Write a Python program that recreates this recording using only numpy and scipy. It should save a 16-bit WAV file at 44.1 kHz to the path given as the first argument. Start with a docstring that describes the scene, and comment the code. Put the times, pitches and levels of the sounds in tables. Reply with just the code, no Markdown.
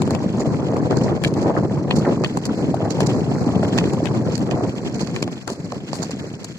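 """Tyres of a small vehicle roll slowly over a bare lot of loose gravel, easing off at the end.
A stereo microphone rides on the frame: noise from random stone contacts is coloured into rumble, crunch and grit.
Pinched stones snap out as ragged bursts and set frame modes ringing; pebbles, drops and crushed piles are
short decaying sines. Clods crumble as quick swells of crackle, and one stone squeaks.
The lot is in open air, with no echo."""
import sys
import numpy as np
from scipy import signal
from scipy.fft import rfft, irfft, next_fast_len
from scipy.io import wavfile
from scipy.ndimage import map_coordinates

SR = 44100
rng = np.random.default_rng(int(sys.argv[2]) if len(sys.argv) > 2 else 0)


def digitize_waveform(pressure):
    """Quantize a signal to 16-bit integers and store it at the path in sys.argv[1].

    Rows of a 2-D input are taken as channels; values are limited to [-1, 1].
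    """
    field = np.atleast_2d(pressure).T
    bounded = np.clip(field, -1, 1)
    quanta = np.round(bounded * 32767).astype(np.int16)
    wavfile.write(sys.argv[1], SR, quanta)


N = 290178

# Colours of a knock on tyre or frame, a stone's clack and a bright tick: pitch_hz, level_db
KNOCK_COLOUR = [(80, -16), (250, -1), (600, -5), (1100, -5.5), (1600, -22), (3000, -41), (8000, -99)]
CLACK_COLOUR = [(600, -10), (1300, -7), (1850, 3.5), (2500, 8.5), (3200, 13), (4400, -6.5), (8000, -59.5)]
TICK_COLOUR = [(1500, -4), (3500, -11), (4450, 6), (5400, -1), (6600, 1), (7050, 2.5), (7500, -1),
               (8500, -11), (11400, -17.5), (12500, -22.5), (16000, -30)]


def amp(db):
    """Decibels as an amplitude factor."""
    return 10 ** (np.asarray(db) / 20)


def unit(x):
    """x at rms 1."""
    return x / np.sqrt(np.mean(x ** 2) + 1e-20)


def along(points, hz):
    """Read (Hz, value) points at hz, in straight lines on a log frequency axis."""
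    point_hz, value = np.transpose(points)
    return np.interp(np.log(hz + 1), np.log(point_hz + 1), value)


def curve(rows):
    """(s, value) rows as one value per sample."""
    s, value = np.transpose(rows)
    return np.interp(np.arange(N) / SR, s, value)


def wobble(rate):
    """A smooth random curve through rate random knots a second."""
    knots = rng.standard_normal(int(N * rate / SR) + 4)
    return map_coordinates(knots, [np.arange(N) * rate / SR])


def swell(s, half_length):
    """A bell-shaped rise and fall around s seconds, 1 at the top and 1/e at half_length either side."""
    return np.exp(-((np.arange(N) / SR - s) / half_length) ** 2)


def add(track, s, sound):
    """Mix a sound in at s seconds."""
    part = track[:, max(round(s * SR), 0):][:, :sound.shape[1]]
    part += sound[:, :part.shape[1]]


def panned(side_db):
    """Left and right gains of unchanged total power."""
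    gains = amp(np.outer([1, -1], side_db) / 2)
    return gains / np.sqrt(np.mean(gains ** 2, axis=0))


def port_turn(hz):
    """Half the phase angle between the two microphone ports, from how alike they move."""
    # together in the bass, oppositely near 3 kHz: pitch_hz, likeness (1 together, -1 opposite; clipped there)
    likeness = [(50, 1), (130, 0.76), (520, 0.94), (1000, 0.49), (1400, -0.22), (1850, 0.37), (2400, -0.37),
                (3000, -1.05), (3700, -0.68), (4300, 0.036)]
    return np.arccos(np.clip(along(likeness, hz), -1, 1)) / 2


def heard(pair, colour):
    """Two unrelated drives ring through a causal, minimum-phase colour and reach the left and right ports."""
    # balance of the microphone ports: pitch_hz, left_minus_right_db
    port_balance = [(90, 2.5), (300, 0.5), (1500, 0), (2000, -3), (2600, 1), (3800, 0), (4600, -5.5),
                    (6300, -8), (7400, 1), (8400, 7), (11500, 7), (14000, 5)]
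    size = 2 * next_fast_len(pair.shape[1] // 2 + 4096)
    hz = np.fft.rfftfreq(size, 1 / SR)
    # folding the cepstrum onto positive time makes the colour causal
    cepstrum = irfft(np.log(amp(along(colour, hz))))
    cepstrum[1:size // 2] *= 2
    cepstrum[size // 2 + 1:] = 0
    response = np.exp(rfft(cepstrum))
    turn = port_turn(hz)
    mid, side = rfft(pair, size) * response * [np.cos(turn), np.sin(turn)]
    ports = np.array([mid + side, mid - side]) * panned(along(port_balance, hz))
    return irfft(ports, size)[:, :pair.shape[1]]


def contacts(rate, spread_db, size):
    """Impulses at random moments, rate a second on average, their levels spread at random in dB."""
    struck = rng.random(size) < rate / SR
    return struck * amp(spread_db * np.clip(rng.standard_normal(size), -2, 2))


def crackle(rate, spread_db, life, size):
    """Every contact lets off a tiny noise burst that builds quickly and decays with time constant life (s)."""
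    rise_s = 0.00045  # each burst builds over about half a millisecond
    power = contacts(rate, spread_db, size) ** 2
    for seconds in (rise_s, life):
        power = signal.lfilter([1], [1, -np.exp(-2 / (seconds * SR))], power)
    return unit(np.sqrt(power) * rng.standard_normal((2, size)))


def stones(s, hz, gain, cycles, size):
    """Stones struck at the moments s, each ringing for a few cycles at its own pitch and place."""
    t = np.arange(SR // 40) / SR
    age = np.outer(hz, t)  # in cycles
    ring = gain[:, None] * np.exp(-age / cycles) * (1 - np.exp(-age / 0.9))
    phases = np.outer(port_turn(hz) * rng.standard_normal(len(s)), [1, -1])
    at = (np.round(s * SR).astype(int)[:, None] + np.arange(len(t))).ravel()
    ports = []
    for phase in phases.T:
        sound = ring * np.sin(2 * np.pi * age + phase[:, None])
        ports.append(np.bincount(at, sound.ravel(), size)[:size])
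    return np.array(ports)


def pebbles(count, middle_hz, variety, spread_db, cycles):
    """Stones of all sizes knock together at random moments, each with its own pitch."""
    when, pitch = rng.random(count), rng.standard_normal(count)
    strength = np.clip(rng.standard_normal(count), -2, 2)
    hz = middle_hz * np.exp(variety * np.clip(pitch, -2, 2))
    return unit(stones(when * N / SR, hz, amp(spread_db * strength), cycles, N))


def rolling(bumps):
    """Stones pass under the tread: soft frame thumps, harder crunches, knocks and clatter, all set by the load."""
    # tyre load shaking the frame, before lulls and trim: time_s, rumble_db
    load_points = [(0, -18), (0.25, -20.5), (1.05, -19.5), (1.8, -21), (2.12, -20.5), (2.35, -22.5),
                   (2.8, -21.5), (3.45, -18.3), (4.1, -21), (4.55, -20), (4.75, -25), (5.27, -25),
                   (5.43, -36), (5.53, -32.5), (5.85, -30.5), (5.97, -28.5), (6.33, -30), (6.56, -39)]
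    # a tyre crosses a smooth spot and the rumble sags: middle_s, depth_db
    smooth_spots = [(0.05, 4.5), (0.301, 3), (1.205, 4.5), (1.687, 3.5), (1.875, 0.5), (2.305, 4.5),
                    (2.419, 7), (2.555, 5), (2.918, 4), (4.361, 6), (4.705, 4), (5.69, 3.5), (5.86, 4)]
    # a tyre ploughs through a heap of coarse stones: deepest_s, crunch_db, half_length_s
    stone_heaps = [(0.72, -24.5, 0.064), (0.92, -21.5, 0.024), (1.124, -18.5, 0.026), (1.493, -21.5, 0.12),
                   (2.078, -16.5, 0.026), (2.86, -20.5, 0.053), (3.009, -25, 0.032), (4.492, -22, 0.024),
                   (4.597, -23, 0.055), (5.51, -28, 0.022)]
    # colours of the shaken frame and of grinding coarse stones: pitch_hz, level_db
    frame_colour = [(20, -56), (40, -40), (62, -20.5), (85, -7.5), (125, 1.5), (200, 0.5), (320, -4),
                    (480, -11), (750, -24.5), (1500, -41.5), (3000, -101)]
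    crunch_colour = [(120, -33), (300, 7), (500, 4.5), (720, 1.5), (1000, -7), (1450, -19.5), (1900, -21.5),
                     (2800, -35), (4000, -58), (9000, -84)]
    lull_s = .027  # half-width of a smooth spot's dip
    full_load_db, full_crunch_db = -18.5, -26.5  # rumble at full load, and the crunch bed there
    crunch_grows = 1.33  # crunch dB per rumble dB

    load_db = curve(load_points) - sum(depth * swell(s, lull_s) for s, depth in smooth_spots)
    pace = amp((load_db - load_db.max()) * .4)  # a slower tyre meets fewer stones
    thumps = contacts(2000 * pace, spread_db=3.5, size=N) * rng.standard_normal((2, N)) / np.sqrt(pace)
    grinds = contacts(1500 * pace, spread_db=1.5, size=N) * rng.standard_normal((2, N)) / np.sqrt(pace)

    rumble_gain = amp(load_db + 0.55 + 0.61 * wobble(16))
    rumble = rumble_gain * unit(heard(thumps * amp(1.65 * bumps), frame_colour))

    # coarse stones grind harder the more the tyres are loaded
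    bed = amp(full_crunch_db + crunch_grows * (load_db - full_load_db) + 0.66 * wobble(11))
    heaps = sum(amp(db) * swell(s, half_length) for s, db, half_length in stone_heaps)
    crunch = np.hypot(bed, heaps) * unit(heard(grinds * amp(2.55 * bumps), crunch_colour))

    # the odd stone knocks on the tyre
    knock_bursts = crackle(40, spread_db=2.0, life=0.0062, size=N)
    knocks = amp(load_db - 19.5) * unit(heard(knock_bursts, KNOCK_COLOUR))

    # pebbles clatter under the load and in the heaps
    clatter_gain = amp(-20.5 + 1.9 * bumps) * np.hypot(amp(load_db), heaps)
    clatter = clatter_gain * pebbles(count=1500, middle_hz=1050, variety=0.364, spread_db=5.5, cycles=2.05)
    return rumble + crunch + knocks + clatter


def drops():
    """A tyre drops off a larger stone: one push sets the frame swinging for a few cycles."""
    # drops off larger stones, level before 10 dB of gain, envelope and high-pass: start_s, level_db, swing_hz
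    stone_drops = [(.241, -13.5, 495), (.26, -12, 180), (0.456, -13, 600), (.767, -12.5, 425),
                   (1.553, -14, 606), (2.047, -12, 766), (2.098, -15, 211), (2.21, -9.5, 433),
                   (2.491, -13, 227), (2.626, -21, 181), (2.742, -5, 660), (2.805, -11.5, 620),
                   (3.074, -12.5, 168), (3.468, -9.5, 256), (3.536, -13, 685), (3.631, -8, 620),
                   (4.003, -11, 613), (4.028, -10, 316), (4.286, -11, 497), (4.427, -12, 475),
                   (4.61, -13.5, 636), (4.817, -22, 133), (5.03, -19, 192), (5.518, -19, 225),
                   (5.64, -25, 175), (5.731, -18, 520), (5.996, -19.5, 230), (6.095, -18, 474),
                   (6.133, -17.5, 244)]
    out, t = np.zeros((2, N)), np.arange(SR // 20) / SR
    for s, db, hz in stone_drops:
        swing = np.sin(2 * np.pi * hz * t) * np.exp(-hz * t / 1.11) * (1 - np.exp(-t / 0.0022))
        add(out, s, amp(db + 10.0) * np.tile(swing, (2, 1)))
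    # the frame hardly swings below 110 Hz
    return signal.sosfilt(signal.butter(2, 110, "high", fs=SR, output="sos"), out)


def crushes(count):
    """A slow tyre crushes a pile of stones: a dense burst of contacts that fades and sinks in pitch."""
    # crushed piles, length being the fade's time constant: start_s, level_db, length_s, first_stones_hz
    piles = [(0.91, -28, .014, 1280), (1.566, -20.5, .018, 1710), (2.052, -26.5, .022, 2100),
             (2.491, -28, .008, 1390), (3.628, -26, .007, 1390), (5.478, -27.5, .022, 1180),
             (5.723, -27.5, 0.023, 714), (6.24, -27, 0.019, 473)]
    end_hz, sink_s = 414, 0.02  # the crunch moves towards this pitch as the tread covers the pile
    out = np.zeros((2, N))
    for s, db, length, hz in piles:
        age = (np.arange(count) + rng.random(count)) / count * length * 3.0
        middle_hz = end_hz + (hz - end_hz) * np.exp(-age / sink_s)
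        pitch = middle_hz * np.exp(0.23 * rng.standard_normal(count))
        gain = np.exp(-age / length) * amp(3.6 * rng.standard_normal(count))
        burst = stones(age, pitch, gain, cycles=2.1, size=SR // 6)
        add(out, s - .001, amp(db) * burst / np.sqrt(np.sum(burst ** 2) / (SR * length)))
    return out


def grit(bumps):
    """Fine stones shift under the tread: a dense fizz of sand with small stones ticking and chinking in it."""
    # grit level that the layer gains below refer to: time_s, grit_db
    grit_points = [(0, -45), (1.4, -46.5), (1.75, -48), (2.1, -44.5), (2.75, -46), (3.15, -42),
                   (3.85, -42.5), (4.7, -45.5), (5.1, -42), (5.38, -49.5), (5.86, -47.5), (6.05, -43.5),
                   (6.58, -47.5)]
    # colour of shifting sand: pitch_hz, level_db
    sand_colour = [(600, -14.5), (1400, 6.5), (2550, 2.5), (2950, -17), (3700, -12.5), (4100, 5), (4500, 4),
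                   (5600, -0.5), (6900, 0.5), (7800, -1), (8300, -16.5), (11400, -17), (12300, -19),
                   (16000, -57)]
    grit_db = curve(grit_points)
    clumps = amp(2.2 * bumps + 2.18 * wobble(60))  # sand gives way in clumps
    fizz = unit(heard(crackle(1000, spread_db=-1.5, life=0.0063, size=N) * clumps, sand_colour))
    ticks = unit(heard(crackle(35, spread_db=6.0, life=0.0012, size=N), TICK_COLOUR))
    clacks = unit(heard(crackle(90, spread_db=1.0, life=0.005, size=N) * clumps, CLACK_COLOUR))
    chinks = pebbles(count=480, middle_hz=5520, variety=0.17, spread_db=5.0, cycles=3.5)
    layers = amp(1.0) * fizz + amp(-14.0) * ticks + amp(-3.0) * clacks + amp(-11.0) * chinks
    return amp(grit_db) * layers


def snaps():
    """A pinched stone shoots out: a knock, a clack with the frame's ring and a bright tick, all ragged bursts."""
    # pinched stones, levels before the gains below: time_s, knock_db, clack_db, tick_db, left_minus_right_db
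    pinched_stones = [(0.019, -26.5, -28.5, -29.5, 13), (0.076, -25, -42, -38.5, 14.5),
                      (0.107, -27.5, -43, -28, 6), (0.149, -33.5, -27, -34.5, 7),
                      (0.767, -29.5, -42, -38.5, 13), (0.909, -32, -39, -37.5, -13),
                      (0.97, -29, -52, -30, -6), (1.238, -45, -22.5, -24.5, 19),
                      (1.2471, -43, -14.5, -32, 1), (1.274, -44, -31, -38, -5),
                      (1.339, -42.5, -41, -37, 11), (1.909, -23.5, -14.5, -37, 2.5),
                      (2.238, -21, -31, -34, -10), (2.245, -35, -16.5, -30.5, 4.5),
                      (2.372, -23.5, -42, -28, 28), (2.744, -29, -55, -36.5, 15),
                      (2.906, -41, -49, -26, -21), (3.005, -27, -24, -25.5, 4),
                      (3.778, -32, -25.5, -27.5, -8), (3.785, -25, -15.5, -26, 0),
                      (3.84, -38, -28, -41, -3), (3.934, -27.5, -41, -33.5, 8), (4.056, -35, -22, -33, 17),
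                      (4.071, -50, -26.5, -48, 20), (4.354, -44, -45, -27.5, -15),
                      (4.378, -46, -59, -31.5, 10), (4.511, -36, -25, -35, -10),
                      (5.072, -39, -35, -37, -11), (5.162, -32, -24, -34, 2.5),
                      (5.226, -24.5, -22.5, -24, 4), (5.277, -30, -36.5, -42, 1),
                      (5.477, -28.5, -36, -26.5, 12), (5.721, -30, -36.5, -37, -6),
                      (5.931, -26, -38, -30.5, -9)]
    # brief ring of the frame when a stone hits it, varied slightly per hit: pitch_hz, level_db, t60_s
    frame_modes = [(1803, -0.5, 0.017), (2447, -0.5, 0.021), (4230, -7, 0.019)]
    lead_s, scatter_s = .004, 0.0166  # small bursts scatter from lead_s before the crack to scatter_s after
    out, t = np.zeros((2, N)), np.arange(SR // 12) / SR
    since = np.maximum(t - lead_s, 0)

    def sized(sound):
        """The sound with the energy of 4 ms at rms 1."""
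        return sound / np.sqrt(np.sum(sound ** 2) / (2 * SR * .004))

    def blow(colour, attack, life, small_db):
        """A ragged burst: a faint rise into one crack, with small bursts scattered around it."""
        def burst(age):
            """A quick build and a decay."""
            return np.exp(-age / life) * (1 - np.exp(-age / attack))

        small_start = rng.uniform(0, lead_s + scatter_s, (7, 1))
        small_gain = amp(small_db + 2 * rng.standard_normal((7, 1)))
        small_bursts = np.linalg.norm(small_gain * burst(np.maximum(t - small_start, 0)), axis=0)
        faint_rise = amp(-18) * np.exp(-abs(t - lead_s) / 0.0018)  # falls away again after the crack
        shape = np.hypot(burst(since) + faint_rise, small_bursts)
        return sized(heard(shape * rng.standard_normal((2, len(t))), colour))

    def ring(variety, attack):
        """The frame's modes, a little higher or lower at every hit."""
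        age = since * np.exp(variety * rng.standard_normal())
        modes = np.zeros((2, len(t)))
        for hz, db, t60 in frame_modes:
            gain = amp(db + 2 * rng.standard_normal() - 60 * since / t60)
            phase = port_turn(hz) * np.array([[1], [-1]])
            modes += gain * np.sin(2 * np.pi * hz * age + phase)
        return sized(modes * (1 - np.exp(-since / attack)))

    for s, knock_db, clack_db, tick_db, side_db in pinched_stones:
        knock = blow(KNOCK_COLOUR, attack=0.00055, life=0.001, small_db=-22.5)
        clack = blow(CLACK_COLOUR, attack=0.00065, life=0.0024, small_db=-12.5)
        tick = blow(TICK_COLOUR, attack=0.0013, life=0.0014, small_db=-13.5)
        ringing_clack = clack + amp(1.0) * ring(variety=.06, attack=0.00045)
        bright = amp(clack_db - 4.5) * ringing_clack + amp(tick_db + 3.0) * tick
        add(out, s - lead_s, amp(knock_db + 7.0) * knock + panned(side_db) * bright)
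    return out


def crumbles():
    """A clod gives way in a quick swell of fine crackles over a duller crunch."""
    # clods breaking up, level before 1 dB of gain, peak a quarter of the length in:
    # start_s, level_db, length_s, left_minus_right_db
    clods = [(0.394, -27, 0.024, -5.5), (1.032, -38, 0.026, -14), (1.263, -36.5, 0.034, 7),
             (1.409, -38.5, 0.04, -4), (1.952, -30, 0.05, 0), (2.259, -39.5, 0.031, 4),
             (2.451, -26.5, 0.019, 3.5), (3.059, -25.5, 0.028, -3), (4.318, -43, 0.052, -21),
             (4.942, -37.5, 0.026, -22), (5.004, -32, 0.04, -7), (5.066, -45, 0.026, -22),
             (5.482, -34.5, 0.067, 5.5), (5.935, -33.5, 0.06, 8), (6.018, -26.5, 0.035, -5),
             (6.105, -33.5, 0.018, 1), (6.441, -31.5, 0.014, 4)]
    out, t = np.zeros((2, N)), np.arange(SR // 6) / SR
    for s, db, length, side_db in clods:
        age = t / (length * 0.25)
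        spray = unit(heard(crackle(690, spread_db=5.0, life=0.0039, size=len(t)), TICK_COLOUR))
        core = unit(heard(crackle(600, spread_db=6.0, life=0.0006, size=len(t)), KNOCK_COLOUR))
        envelope = amp(db + 1.0) * age * np.exp(1 - age)
        add(out, s, envelope * (panned(side_db) * spray + amp(-4.5) * core))
    return out


def squeak():
    """A stone slips against another with one very short, thin sine note."""
    # the slip: middle_s, peak_db, half_length_s, pitch_hz
    slip = (.406, -30, .006, 7050)
    s, db, half_length, hz = slip
    return amp(db) * swell(s, half_length) * np.sin(2 * np.pi * hz * np.arange(N) / SR)


def scene():
    """All sounds come from the tyres; uneven ground loads rumble, crunch and grit alike."""
    bumps = unit(np.tanh(wobble(45)))
    return rolling(bumps) + drops() + crushes(count=36) + grit(bumps) + snaps() + crumbles() + squeak()


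def record(dry):
    """The microphone on the frame keeps nothing above its band limit."""
    top_hz = 15800
    size = next_fast_len(N + SR // 2)
    kept = np.fft.rfftfreq(size, 1 / SR) < top_hz
    return irfft(rfft(dry, size) * kept, size)[:, :N]


dry = scene()
out = record(dry)
digitize_waveform(out)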